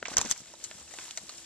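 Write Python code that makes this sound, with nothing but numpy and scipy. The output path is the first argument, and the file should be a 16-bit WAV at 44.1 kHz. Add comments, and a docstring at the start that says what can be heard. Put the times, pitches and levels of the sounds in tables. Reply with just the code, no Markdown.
"""Small room, close range: a thin plastic container is gripped and tilted, its walls pop and crack.
Pops are damped wall modes; cracks are short rings with a sharp edge, each with a rattle of noise.
Dry bedding rustles and the hand on the camera rumbles, most at first: clumped random clicks, band-filtered.
Single-pitch swings knock and tick; steady noise and a narrow hum lie beneath.
Each microphone port has its own treble resonance."""
import sys
import numpy as np
from scipy import signal
from scipy.io import wavfile
from scipy.ndimage import uniform_filter1d

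SR = 44100
rng = np.random.default_rng(int(sys.argv[2]) if len(sys.argv) > 2 else 0)


def log_audio(samples):
    """Write samples as a 16-bit WAV file to the path given in sys.argv[1]."""
    # one column per channel
    frames = np.atleast_2d(samples).T
    # limit to full scale, then quantise
    limited = np.clip(frames, -1, 1)
    pcm = np.round(limited * 32767).astype(np.int16)
    wavfile.write(sys.argv[1], SR, pcm)


def field_ratio(decibels):
    """Amplitude ratio for a level in dB (20 dB per decade); scalars and array-likes work."""
    return 10 ** (np.asarray(decibels, dtype=float) / 20)


N = 63945

# indoor noise spectrum: f/Hz, relative level/dB
ROOM_SPECTRUM = [(20, -27), (60, 3.5), (150, -3.5), (330, -8), (620, -7), (1500, -18), (4000, -17.5),
                 (9000, -23.5), (15000, -50)]
# handling rumble, coarse and fine rustle spectra: f/Hz, relative density/dB
RUMBLE_SPECTRUM = [(15, -16), (40, -2), (90, -4.5), (200, 1), (350, -3.5), (700, -10), (1500, -43)]
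COARSE_SPECTRUM = [(150, -17), (400, -2), (900, 0), (2000, 0.5), (4000, -4), (7000, -13.5), (12000, -32)]
FINE_SPECTRUM = [(1500, -34.5), (3000, 0), (5000, -1), (8000, -1.5), (10500, 3), (13000, -4), (16000, -64)]
# friction levels over time: t/s, fine rustle level/dB, coarse rustle level/dB, rumble level/dB
FRICTION_LEVELS = [(0, -85, -51.5, -69), (0.034, -61, -111, -48), (0.06, -72, -43, -66),
                   (.098, -59, -47, -49), (0.105, -50, -41, -44.5), (0.12, -50, -55, -43),
                   (0.133, -48, -42, -39), (0.143, -60, -47, -50), (.152, -63, -59, -38),
                   (0.179, -59, -38.5, -38.5), (0.186, -69, -34, -36), (0.209, -43, -60, -42),
                   (0.234, -52, -49.5, -39), (.262, -47.5, -41, -45.5), (0.283, -50.5, -54, -42),
                   (0.306, -39, -45.5, -48.5), (0.324, -37.5, -44, -30), (0.334, -61, -54, -64),
                   (.36, -57, -55.5, -58), (.385, -54.5, -55.5, -57), (.42, -57, -61, -50),
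                   (.43, -63, -60, -71), (.47, -59, -54.5, -59), (.56, -62.5, -66.5, -64.5),
                   (.62, -56, -54, -56.5), (.7, -56.5, -59.5, -57.5), (.79, -55, -53.5, -54.5),
                   (.86, -59.5, -64, -58.5), (.93, -55, -53, -56.5), (1.03, -50, -51, -55.5),
                   (1.09, -53.5, -52, -62.5), (1.155, -57, -59, -60), (1.2, -56.5, -57, -55),
                   (1.27, -56.5, -57, -58), (1.31, -55.5, -53, -60), (1.45, -55, -59.5, -63)]
# knocks and ticks, from the hand on the camera (low) and small items in the container:
# t/s, level/dB, f/Hz, envelope scale/cycles, left-right/dB
KNOCKS = [(0.029, -43.5, 228, 3.5, 5), (0.0269, -32.5, 560, 1.95, 12.5), (0.0278, -21.5, 1750, 2, 2),
          (0.0554, -24.5, 2200, 2.8, -14.5), (.0835, -28, 720, 3.7, 8.5), (.115, -42, 290, 2.5, 13),
          (.17, -36, 180, 1, 6), (0.182, -31.5, 81, 1.34, 16), (.2145, -27.5, 850, 4, 6),
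          (.248, -35.5, 277, 1.1, 28), (.257, -30, 237, 2.66, 8), (0.291, -44, 45, 0.51, 5),
          (0.312, -33, 128, 0.89, 3), (0.406, -42.5, 114, 1.3, 0), (.5365, -39.5, 597, 4.7, -4),
          (.554, -52, 3790, 15, -8), (0.7126, -25, 2270, 1, 1.5), (0.808, -49, 76, 6, -4),
          (.9388, -36.5, 710, 2.7, 2), (.9866, -24, 2300, 0.81, 1), (1.08, -44.5, 930, 4.2, 6),
          (1.1097, -26, 3270, 2.15, 1.5), (1.175, -37.5, 674, 6.3, 3), (1.293, -43.5, 1220, 12, 1),
          (1.297, -47.5, 714, 2.5, 4)]
# bright ticks on the sharpest cracks: t/s, level/dB, left-right/dB
BRIGHT_TICKS = [(.1702, -15, 3), (.1828, -3, 3), (.2144, -13, 3), (.6408, -26, 3)]
# wall modes: f/pop pitch, level/dB, decay to 1/e/cycles
WALL_MODES = [(.45, -9, .9), (.68, -6, 1.1), (1.0, 0, 1.3), (1.35, -4, 1.4), (1.8, -6, 1.5),
              (2.4, -11, 1.5)]
# wall buckling: t/s, pop level/dB, pop f/Hz, crack level/dB, rattle level re both/dB, left-right/dB
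BUCKLES = [(0.0271, -23, 1430, -40, -18, -4), (0.0528, -37, 3780, -41, -21, -18),
           (0.054, -37, 2240, -51, -9, -12), (0.0572, -30.5, 2250, -52, -1, -4),
           (0.0828, -27, 752, -28, -10.5, -8.5), (0.1158, -34, 800, -56, -1, -7),
           (0.139, -28.5, 1500, -28.5, -8, -4), (0.1684, -27, 1530, -24, -20, 0),
           (0.1695, -15, 1490, -4.5, -24, -3), (0.1772, -22, 2980, -41, -11, -12.5),
           (0.1811, -24.5, 3200, -37, -12.5, 3), (0.1825, -16.5, 1230, -7.5, -18.5, -2),
           (0.1909, -24, 1090, -40, -32, 9), (0.2002, -31.5, 1236, -37, -1, -13),
           (0.214, -19.5, 3590, -17, -24.5, -2.5), (0.214, -24.5, 2610, -22, -15, -5),
           (0.2158, -28, 1080, -44, -10, -5), (0.2195, -46, 2500, -23.5, -12, -3),
           (0.2474, -28.5, 970, -43, -17, -4), (0.252, -60, 2620, -33, -8, -17.5),
           (0.2612, -30, 1720, -34, -19, -7), (0.271, -44, 1740, -33, -2.5, -1),
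           (0.2903, -34.5, 1530, -33, -9.5, -5), (0.2978, -46, 1410, -29, -31, -10),
           (0.3062, -36, 3300, -34, -26, -9), (0.3069, -55, 3360, -25, -18, -10),
           (0.31, -34, 3350, -22, -16, -1), (0.312, -21, 3420, -10.5, -13, 3.5),
           (0.3128, -22, 1715, -11.5, -19, 0), (0.3129, -29.5, 3020, -25.5, -18, -3),
           (0.319, -48, 2980, -27, -10, -6), (0.3196, -30, 4570, -31, -9.5, -6.5),
           (0.3203, -35.5, 5030, -34, -5.5, -7), (0.3233, -34, 4750, -33, -22, -1),
           (0.3262, -42, 3900, -34, -33, 0), (0.361, -38, 2230, -42, -31, 7),
           (0.377, -55, 2500, -31.5, -10, -3), (0.404, -40.5, 1270, -34, -11, -0.5),
           (0.5377, -38.5, 900, -40, -7.5, -3.5), (0.6403, -38.5, 3700, -21, -9, 5),
           (0.6439, -39, 4360, -29, -5, 1.5), (0.658, -47, 2980, -39, -5, 0),
           (0.7128, -38.5, 1630, -47, -2.5, 1), (0.812, -44, 840, -55, -8, 2),
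           (0.8786, -40, 2700, -45, -15, 4), (0.9123, -43, 1320, -49, -3, 5),
           (0.939, -36, 1950, -35, -9, 2.5), (0.9877, -30, 2300, -50, -10.5, 2),
           (1.052, -39, 2640, -41, -7, 2), (1.0822, -52, 1970, -38, -8, 2),
           (1.1097, -44, 4500, -30, -12, 3), (1.1741, -26.5, 4220, -22.5, -10.5, 5),
           (1.1751, -26.5, 2020, -27, -11, 3), (1.223, -62, 1460, -44, -25, 4),
           (1.2577, -45, 2640, -62, -31, 2), (1.2926, -33.5, 4270, -48, -6, 2.5),
           (1.3799, -47, 2480, -37, -2.5, -0.5)]
# port responses: f/Hz, level/dB
LEFT_PORT = [(30, -10.5), (2000, -3), (4000, -0.5), (5600, 3.5), (6500, 7), (7250, 17), (7900, 13.5),
             (8800, 5), (10500, -3.5), (13000, -3), (16300, -16.5), (17000, -50)]
RIGHT_PORT = [(30, -13.5), (2000, -0.5), (4000, 5), (5200, 8), (5900, 12), (6500, 10), (7400, 3),
              (9000, 0.5), (11000, -19.5), (13000, -32), (16300, -31), (17000, -56.5)]

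ROOM_TONE_DB = -57.5
HUM_HZ, HUM_PASS_WIDTH_HZ, HUM_DB = 335.1, 8.9, -64.5
ROOM_T60_S, WET_DB, ROOM_TOP_HZ = 0.33, -17.5, 6400
FINE_PER_S, COARSE_PER_S, RUMBLE_PER_S = 2000, 1600, 200  # clicks per band and channel
GRIP_END_S, GRIP_LEFT_DB = 0.29, 9  # while the hand shifts, pops reach the left port more strongly
FINE_EARLY_PAN_DB, FINE_LATE_PAN_DB = -6, 0  # right-weighted until GRIP_END_S, then even
TICK_LOW_HZ = 9400
POP_RISE_CYCLES = 0.45
CRACK_LOW_HZ, CRACK_HZ, CRACK_SPREAD, CRACK_RING_S = 3430, 5990, 0.025, 0.00028
EDGE_S, EDGE_DB = 0.000373, -2  # edge inside the crack's ring
LAG_S, LAG_SPREAD_S = 0.00004, 0.00002  # the right port hears a crack later
RATTLE_T60_S, RATTLE_RISE_S = 0.048, 0.00048
HISS_TOP_HZ, HISS_DB = 10100, -5


def evened(x):
    """Scales to rms 1."""
    return x / np.sqrt(np.mean(x ** 2) + 1e-20)


def colour(points, size=4096):
    """Minimum-phase filter taps for a spectrum given as (f/Hz, level/dB)."""
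    f, db = np.transpose(points)
    hz = np.fft.rfftfreq(size, 1 / SR)
    log_gain = np.interp(np.log(hz + 1), np.log(f + 1), db) * np.log(10) / 20
    full = np.concatenate([log_gain, log_gain[-2:0:-1]])
    response = np.exp(np.conj(signal.hilbert(full)))
    return np.fft.ifft(response).real[:size // 2]


def add(mix, s, sound):
    """Mixes a two-channel sound in at time s."""
    part = mix[:, round(s * SR):][:, :sound.shape[1]]
    part += sound[:, :part.shape[1]]


def pair(x, other, same, pan_db):
    """Left is x; right shares the fraction same of it; pan_db is left over right."""
    same, half = np.clip(same, 0, 1), np.reshape(pan_db, -1) / 2
    right = same * x + np.sqrt(1 - same ** 2) * other
    return field_ratio(np.array([half, -half])) * np.array([x, right])


def room_tone():
    """Quiet steady indoor noise: filtered white noise, partly shared by the channels."""
    settle = 2048
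    white = rng.standard_normal((2, N + settle))
    a, b = signal.oaconvolve(white, colour(ROOM_SPECTRUM)[None], axes=1)[:, settle:N + settle]
    return field_ratio(ROOM_TONE_DB) * evened(pair(a, b, 0.68, 0))


def hum():
    """Faint wavering appliance hum: noise passed twice through one narrow resonance."""
    band = signal.iirpeak(HUM_HZ, HUM_HZ / HUM_PASS_WIDTH_HZ, fs=SR)
    once = signal.lfilter(*band, rng.standard_normal(N + SR))
    twice = signal.lfilter(*band, once)
    return field_ratio(HUM_DB) * evened(twice[SR:])


def room(x):
    """Short diffuse tail of a small room: sparse decaying random taps, unlike in each channel."""
    t = np.arange(SR // 4) / SR
    sparse = rng.standard_normal((2, len(t))) * (rng.random((2, len(t))) < 0.05)
    taps = sparse * (t > 0.003) * field_ratio(-60 * t / ROOM_T60_S)
    taps = taps / np.linalg.norm(taps, axis=1, keepdims=True)
    dull = signal.lfilter(*signal.butter(2, ROOM_TOP_HZ, fs=SR), x)
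    return field_ratio(WET_DB) * signal.oaconvolve(dull, taps, axes=1)[:, :N]


def grains(per_s, spread_db, spectrum, column, same, pan_db, clump_db, count=5):
    """Friction: clumped random clicks ring in each band, then take the spectrum and level curve."""
    edges, out = np.geomspace(spectrum[0][0], spectrum[-1][0], count + 1), np.zeros((2, N))
    for band in zip(edges, edges[1:]):
        size_db = spread_db * np.minimum(rng.exponential(1, (2, N)), 4)
        size = field_ratio(size_db) * rng.standard_normal((2, N))
        drift = uniform_filter1d(rng.standard_normal(N), size=250)
        clump = field_ratio(clump_db * evened(uniform_filter1d(drift, size=250)))
        clicks = size * clump * (rng.random((2, N)) < per_s / SR)
        out += signal.sosfilt(signal.butter(2, band, "band", fs=SR, output="sos"), clicks)
    a, b = signal.oaconvolve(out, colour(spectrum)[None], axes=1)[:, :N]
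    rows = np.array(FRICTION_LEVELS)
    level_db = np.interp(np.arange(N) / SR, rows[:, 0], rows[:, column])
    return field_ratio(level_db) * evened(pair(a, b, same, pan_db))


def handling_rumble():
    """The hand on the camera: sparse low-frequency clicks."""
    return grains(RUMBLE_PER_S, 2.75, RUMBLE_SPECTRUM, column=3, same=0.74, pan_db=3.0, clump_db=4.0)


def coarse_rustle():
    """Lower part of the sliding bedding, largely shared by both channels and stronger on the left."""
    return grains(COARSE_PER_S, 2.35, COARSE_SPECTRUM, column=2, same=0.9, pan_db=4.0,
                  clump_db=2.5, count=8)


def fine_rustle():
    """Treble part of the sliding bedding: dense clicks, right-weighted at first, then even."""
    early = np.arange(N) < GRIP_END_S * SR
    pan_db = np.where(early, FINE_EARLY_PAN_DB, FINE_LATE_PAN_DB)
    return grains(FINE_PER_S, 0.65, FINE_SPECTRUM, column=1, same=0.23, pan_db=pan_db,
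                  clump_db=1.5, count=8)


def knocks():
    """Soft single-pitch swings: a sine under a rise-and-decay envelope."""
    mix = np.zeros((2, N))
    for s, db, hz, cycles, pan_db in KNOCKS:
        u = np.arange(0, 2 * cycles / hz, 1 / SR) * hz / cycles
        envelope = np.e * 4 * u * np.exp(-4 * u)  # peaks at 1
        swing = field_ratio(db) * envelope * np.sin(2 * np.pi * cycles * u)
        # both sides carry the same swing, weighted by left-right level
        add(mix, s, pair(swing, swing, 0, pan_db))
    return mix


def bright_ticks():
    """Sharp edges: high-passed single-sample impulses."""
    mix = np.zeros((2, N))
    edge = signal.lfilter(*signal.butter(2, TICK_LOW_HZ, "high", fs=SR), signal.unit_impulse(64))
    for s, db, pan_db in BRIGHT_TICKS:
        add(mix, s, field_ratio(db) * pair(edge, edge, 0, pan_db))
    return mix


def pop_modes(t, hz):
    """A buckling wall rings in damped modes after a soft onset."""
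    modes = np.zeros(len(t))
    for ratio, db, cycles in WALL_MODES:
        f = hz * ratio
        modes += field_ratio(db) * np.exp(-f * t / cycles) * np.sin(2 * np.pi * f * t)
    return modes * (1 - np.exp(-(hz * t / POP_RISE_CYCLES) ** 2))


def crack(t):
    """A short treble ring plus one sharp edge, later in the right channel."""
    pitch_draw, lag_draw = rng.standard_normal(2)
    lag_s = abs(LAG_S + LAG_SPREAD_S * lag_draw) * np.array([[0], [1]])
    late = np.maximum(t - lag_s, 0)
    hz = CRACK_HZ * (1 + CRACK_SPREAD * pitch_draw)
    burst = late * np.exp(-late / CRACK_RING_S) * np.sin(2 * np.pi * hz * late)
    edge = field_ratio(EDGE_DB) * np.sinc((late - EDGE_S) * SR) * (late > 0)
    high = signal.butter(2, CRACK_LOW_HZ, "high", fs=SR)
    return signal.lfilter(*high, burst / np.linalg.norm(burst[0]) + edge)


def snap(s, pop_db, hz, crack_db, rattle_db, pan_db):
    """A wall buckles: pop and crack, each with a fading noise rattle of like colour."""
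    t = np.arange(4000) / SR
    modes = pop_modes(t, hz)
    sharp = crack(t)
    ring_noise, hiss_noise = rng.standard_normal((2, 2, len(t)))
    fade = (1 - np.exp(-t / RATTLE_RISE_S)) * field_ratio(rattle_db - 60 * t / RATTLE_T60_S)
    mode_taps = modes[None] / np.linalg.norm(modes)
    ring = fade * signal.oaconvolve(ring_noise, mode_taps, axes=1)[:, :len(t)]
    band = signal.butter(2, [CRACK_LOW_HZ, HISS_TOP_HZ], "band", fs=SR)
    hiss = fade * field_ratio(HISS_DB) * signal.lfilter(*band, hiss_noise)
    pop_pan_db = pan_db + GRIP_LEFT_DB * (s < GRIP_END_S)
    low = pair(modes / abs(modes).max() + ring[0], ring[1], 0.87, pop_pan_db)
    high = pair(sharp[0], sharp[1], 0, pan_db) + pair(hiss[0], hiss[1], 0.7, pan_db)
    return field_ratio(pop_db) * low + field_ratio(crack_db) * high


def snaps():
    """All pops and cracks of the container."""
    mix = np.zeros((2, N))
    for row in BUCKLES:
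        add(mix, row[0], snap(*row))
    return mix


def scene():
    """Container and bedding excite the room; rumble, room tone and hum are added dry."""
    near = fine_rustle() + coarse_rustle() + knocks() + bright_ticks() + snaps()
    return room_tone() + hum() + room(near) + handling_rumble() + near


def low_pass(x):
    """Removes everything above the highest recorded frequency."""
    return signal.sosfilt(signal.butter(12, 16650, fs=SR, output="sos"), x)


def record(dry):
    """Each port colours the sound by its own resonance, the right one a sample later."""
    taps = np.array([colour(LEFT_PORT), np.roll(colour(RIGHT_PORT), 1)])
    mix = signal.oaconvolve(dry, taps, axes=1)[:, :N]
    return low_pass(mix)


dry = scene()
out = record(dry)
log_audio(out)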